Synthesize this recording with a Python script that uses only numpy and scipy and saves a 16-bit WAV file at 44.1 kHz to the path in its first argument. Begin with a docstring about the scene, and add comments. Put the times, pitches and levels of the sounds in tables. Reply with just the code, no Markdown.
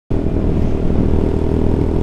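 """Small four-stroke from the rider's seat

A single-cylinder engine cruises along a street, close to the microphone: pulses at each firing ring the
exhaust, noise bursts make gas hiss and valve ticks, sines make crankshaft shake, gear mesh and drive whine.
The throttle closes early on, then opens fully by a little past halfway. Shaped noise makes the gusting wind,
low thumps of wind and of harder firings, the tyre hiss and a swish from something at the roadside."""
import sys
import numpy as np
from scipy import signal
from scipy.fft import rfft, irfft
from scipy.io import wavfile
from scipy.ndimage import uniform_filter1d

SR = 44100
rng = np.random.default_rng(int(sys.argv[2]) if len(sys.argv) > 2 else 0)


def pcm_store(signal):
    """Save signal as 16-bit PCM."""
    levels = np.round(np.clip(np.atleast_2d(signal), -1, 1) * 32767)
    wavfile.write(sys.argv[1], SR, levels.astype(np.int16).T)


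N = 89214

# how far the rider opens the throttle: (time [s], opening [0-1])
THROTTLE_OPENING = [(.1, 0.85), (.25, 0), (.55, 0.25), (.85, 0.2), (1.0, 0.55), (1.18, 0.97), (2.02, 1)]


def undb(db):
    """Decibels to gain."""
    return 10 ** (np.asarray(db) / 20)


def curve(table):
    """A (time, value) table drawn as straight lines through every sample."""
    times, values = np.array(table).T
    return np.interp(np.arange(N) / SR, times, values)


def walk(hz):
    """Smooth random wander with a spread near 1: held random steps, averaged twice."""
    hold = int(SR / hz)
    steps = np.repeat(rng.standard_normal(N // hold + 1), hold)
    smooth = uniform_filter1d(uniform_filter1d(steps, hold), hold)
    return 1.3 * smooth[:N]


def resonate(x, hz, width_hz):
    """Two-pole resonance, gain 1 at its centre."""
    b, a = signal.iirpeak(hz, hz / width_hz, fs=SR)
    return signal.lfilter(b, a, x)


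def band(hz, width_hz):
    """Noise through the same resonance twice, scaled to rms 1."""
    x = resonate(resonate(rng.standard_normal(N), hz, width_hz), hz, width_hz)
    return x / x.std()


def coloured(spectrum):
    """Noise shaped by (frequency [Hz], density [dB per Hz]) points, joined on a log frequency axis."""
    hz, db = np.array(spectrum).T
    f = np.maximum(np.arange(N // 2 + 1) * SR / N, 1)
    gain = undb(np.interp(np.log(f), np.log(hz), db)) * np.sqrt(SR / 2)
    return irfft(rfft(rng.standard_normal(N)) * gain, N)


def swell(centre_s, length_s):
    """A bell-shaped rise and fall, down to 1/e one length either side of its centre."""
    return np.exp(-((np.arange(N) / SR - centre_s) / length_s) ** 2)


def pulses(times, scatter_db, db=0):
    """One single-sample pulse of uneven size at each time."""
    size = undb(db + scatter_db * rng.standard_normal(len(times)))
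    at = np.round(times * SR).astype(int)
    inside = (at >= 0) & (at < N)
    return np.bincount(at[inside], size[inside], N)


def bursts(times, decay_s, scatter_db):
    """An envelope that jumps at each time and dies away exponentially."""
    return signal.lfilter([1], [1, -np.exp(-1 / (decay_s * SR))], pulses(times, scatter_db))


def grainy():
    """A fast uneven flicker of level, rms 1."""
    grain = undb(3.2 * walk(hz=500))  # dB spread
    return grain / np.sqrt(np.mean(grain ** 2))


def engine():
    """Engine speed adds up to cycles; each whole cycle fires once and times the exhaust and valves."""
    # engine speed, one firing to a four-stroke cycle: (time [s], rate [firings per second])
    firing_rate = [(0.1, 40.46), (0.22, 40.32), (0.38, 39.53), (0.65, 38.91), (1.0, 38.59), (1.15, 38.99),
                   (1.5, 40.01), (2.02, 40.51)]
    first_firing_s, jitter_s = .1168, .00003
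    t = np.arange(N) / SR
    cycles = np.cumsum(curve(firing_rate)) / SR
    cycles = cycles - np.interp(first_firing_s, t, cycles)
    firings = np.interp(np.arange(int(cycles[-1]) + 1), cycles, t)
    firings = firings + jitter_s * rng.standard_normal(len(firings))
    throttle = curve(THROTTLE_OPENING)
    combustion = exhaust(firings, throttle) + valves(firings, throttle)
    return combustion + crankshaft(cycles) + gear(cycles) + whine()


def exhaust(firings, throttle):
    """Sharp puff edges ring the header pipe, their rounded bodies boom in the silencer; gas hisses too."""
    # silencer resonances: (centre [Hz], width [Hz], level off throttle [dB], added at full throttle [dB])
    silencer = [(71.6, 44.8, -24.5, 3.5), (204, 107, -37.5, 7), (284, 33.4, -33.5, 2.5),
                (385, 63.5, -34.5, 7.5)]
    # header pipe resonances, each passed twice: the same four columns
    header = [(634.6, 79, -40, -2.5), (751, 60, -52, 7), (913, 131, -57, 13.5)]
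    puff_hz, bark_lead_s = 449.7, 0.00262
    # scaled so that each harmonic of an even pulse train has rms 1
    edges = -strokes(firings) * SR * np.mean(np.diff(firings)) / np.sqrt(2)
    rounding = signal.butter(N=6, Wn=puff_hz, fs=SR, output="sos")
    puffs = signal.sosfiltfilt(rounding, edges)
    boom = sum(resonate(puffs * undb(db + load_db * throttle), hz, width)
               for hz, width, db, load_db in silencer)
    early = np.roll(edges, -int(bark_lead_s * SR))
    bark = 0
    for hz, width, db, load_db in header:
        driven = early * undb(db + load_db * throttle)
        bark = bark + resonate(resonate(driven, hz, width), hz, width)
    return boom + bark + gas(firings, throttle)


def strokes(firings):
    """One pulse a firing: uneven in strength off throttle, steadier under load."""
    # firings stronger or weaker than their neighbours: (time [s], added level [dB])
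    accents = [(.167, 1), (.266, 4), (.366, 4), (.416, 0.5), (.441, 1), (.519, 2), (.57, 1.5), (.777, 0),
               (.905, 3), (.983, 0.5), (1.085, -0.5), (1.187, 2), (1.238, 0)]
    coast_scatter_db, load_scatter_db, reach_s = 1.6, .6, .01
    times, opening = np.array(THROTTLE_OPENING).T
    load = np.clip(np.interp(firings, times, opening), 0, 1)
    accent_db = sum(db * (abs(firings - time) < reach_s) for time, db in accents)
    scatter_db = coast_scatter_db * (1 - load) + load_scatter_db * load
    return pulses(firings, scatter_db, accent_db)


def gas(firings, throttle):
    """A noise burst just ahead of each firing, in proportion to the throttle opening."""
    full_throttle_db, lead_s = -41.5, 0.0021
    envelope = bursts(firings - lead_s, decay_s=0.0047, scatter_db=.8)
    return undb(full_throttle_db) * throttle * band(hz=1960, width_hz=2530) * envelope


def valves(firings, throttle):
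    """Loosely timed ticks and a rattle shake the valve cover, and the head rings; louder under load."""
    # ticks in each cycle: (time after the firing [s], level off throttle [dB], decay [s])
    ticks = [(-.0031, -58.5, 0.004), (.0005, -68, 0.0056), (.0065, -66.5, .004), (.0095, -66.5, 0.0035)]
    # valve cover resonances: (centre [Hz], width [Hz], relative level [dB])
    cover_bands = [(3470, 110, -2), (4600, 280, -7.5), (6520, 1900, -5.5), (8040, 1700, -7),
                   (9150, 700, -11), (11000, 3400, -8.5), (14100, 1500, -18)]
    tick_jitter_s, tick_scatter_db, tick_rise_s = .0005, 1.4, .0016
    load_db, rattle_db = 6, -66  # both at full throttle
    strikes = 0
    for lag, db, decay in ticks:
        loose = tick_jitter_s * rng.standard_normal(len(firings))
        strikes = strikes + undb(db) * bursts(firings + lag + loose, decay, tick_scatter_db)
    strikes = uniform_filter1d(strikes, max(int(tick_rise_s * SR), 1))  # softens the onsets
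    cover = sum(undb(db) * band(hz, width) * grainy() for hz, width, db in cover_bands)
    load = undb(load_db * throttle)
    rattle = undb(rattle_db) * throttle
    return cover * np.hypot(strikes * load, rattle) + head(firings) * load


def head(firings):
    """The cylinder head pings once a cycle: decaying sines of slightly varying pitch and strength."""
    # head modes: (frequency [Hz], width [Hz], mean peak off throttle [dB])
    modes = [(5215, 60, -57), (4570, 88, -63)]
    lag_s, ring_s, scatter_db, detune_spread = 0.012, .05, 2.2, 0.0074
    t, out = np.arange(N) / SR, np.zeros(N)
    for time, (size, detune) in zip(firings + lag_s, rng.standard_normal((len(firings), 2))):
        near = (t >= time) & (t < time + ring_s)
        age = t[near] - time
        for hz, width, db in modes:
            decay = np.exp(-np.pi * width * age)
            tone = np.sin(2 * np.pi * hz * (1 + detune_spread * detune) * age)
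            out[near] += undb(db + scatter_db * size) * decay * tone
    return out


def crankshaft(cycles):
    """The crankshaft shakes the machine once a turn, two turns to a firing."""
    peak_db, lag_s = -28.5, 0.0097
    t = np.arange(N) / SR
    return undb(peak_db) * np.cos(2 * np.pi * 2 * np.interp(t - lag_s, t, cycles))


def gear(cycles):
    """A gear on the crankshaft sounds one mesh period per tooth, two turns to a firing."""
    peak_db, teeth = -55.5, 18
    return undb(peak_db) * np.sin(2 * np.pi * 2 * teeth * cycles)


def wind():
    """Turbulence at the microphone: low-heavy noise that gusts."""
    # wind spectrum before gusts: (frequency [Hz], density [dB per Hz])
    wind_spectrum = [(15, -28.5), (32, -41.5), (65, -47), (100, -49.5), (160, -44.5), (225, -47.5),
                     (310, -52.5), (450, -56.5), (640, -59), (850, -66.5), (1400, -76.5), (3000, -100),
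                     (9000, -135)]
    # strength of the gusts: (time [s], level [dB])
    gusts = [(.1, -1.5), (.25, -1.5), (.42, -1), (.57, -1), (.7, 0), (.82, -0.5), (.95, 1), (1.22, 1),
             (1.4, -2), (1.7, 0), (2.02, 0)]
    return coloured(wind_spectrum) * undb(curve(gusts))


def road():
    """Tyres and rushing air: noise of slowly drifting level, plus the roadside swish."""
    # hiss spectrum before its level curve: (frequency [Hz], density [dB per Hz])
    hiss_spectrum = [(300, -55), (1000, -78.5), (1800, -80), (2500, -79.5), (3200, -84), (4000, -89.5),
                     (6000, -96), (9000, -101.5), (11300, -106), (12300, -114), (15500, -120)]
    # level of the hiss: (time [s], level [dB])
    hiss_level = [(.1, 0.5), (.3, -1), (.44, -1.5), (.54, 1), (.8, 2), (1.0, 0.5), (1.2, 1), (1.5, 0),
                  (2.02, -1)]
    waver_db = .5 * walk(hz=10.3)
    return coloured(hiss_spectrum) * undb(curve(hiss_level) + waver_db) + swish()


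def low_thumps():
    """Low thumps: wind buffets on the microphone and the thud of harder firings."""
    # single thumps of either kind: (time [s], length [s], centre [Hz], width [Hz], level [dB])
    thump_rows = [(0.125, 0.0072, 56, 60, -17.5), (0.374, 0.013, 232, 110, -20), (.42, 0.04, 220, 253, -24),
                  (0.474, 0.02, 34.4, 40, -18.5), (0.572, 0.015, 170, 111, -15),
                  (0.633, .022, 75.6, 39.5, -15), (.79, .018, 30, 35, -18), (0.864, 0.018, 80, 45, -22.5),
                  (.912, .016, 158, 90, -21.5), (0.993, 0.025, 153, 128, -16),
                  (1.092, 0.017, 246, 100, -20.5), (1.132, 0.045, 72.5, 30.2, -19.5),
                  (1.236, 0.025, 147, 90, -19.5), (1.72, .04, 164, 79.5, -22)]
    return sum(thump(*row) for row in thump_rows)


def thump(time, length, hz, width, db):
    """One low thump: a bell-shaped burst of low noise, evened to its set level."""
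    shape = swell(time, length)
    x = band(hz, width) * shape
    return undb(db) * x * shape.std() / x.std()


def whine():
    """A thin wavering drive tone swells and fades while the throttle is closed or barely open."""
    peak_db, pitch_hz, waver = -52.5, 2395, .007  # waver as a fraction of the pitch
    hz = pitch_hz * (1 + waver * walk(hz=40))
    tone = np.sin(2 * np.pi * np.cumsum(hz) / SR)
    return undb(peak_db) * tone * swell(centre_s=.32, length_s=.2)


def swish():
    """Something at the roadside swishes past: noise bands that swell and fade close together."""
    # bands of the swish: (time [s], length [s], centre [Hz], width [Hz], peak rms [dB])
    swish_bands = [(0.64, 0.095, 1900, 1900, -54), (0.69, 0.063, 6140, 900, -58),
                   (.625, 0.048, 12800, 2500, -67), (0.62, 0.034, 5000, 2900, -56)]
    return sum(undb(db) * band(hz, width) * swell(time, length)
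               for time, length, hz, width, db in swish_bands)


def scene():
    """Engine, wind, road and low thumps at one microphone by the rider's seat."""
    return (engine() + wind() + road() + low_thumps())[None]


def record(dry):
    """The sound cuts in after a moment of silence; the lowest rumble and the top are cut off."""
    start_s, edge_s, low_hz, top_hz = .104, .0015, 9, 15300
    t = np.arange(N) / SR
    on = np.clip(np.minimum(t - start_s, t[-1] - t) / edge_s, 0, 1)  # short ramps at both ends
    low_cut = signal.butter(2, low_hz, "high", fs=SR, output="sos")
    top_cut = signal.ellip(8, .2, 80, top_hz, fs=SR, output="sos")  # .2 dB ripple, 80 dB stop
    return signal.sosfilt(top_cut, signal.sosfilt(low_cut, dry) * on)


dry = scene()
out = record(dry)
pcm_store(out)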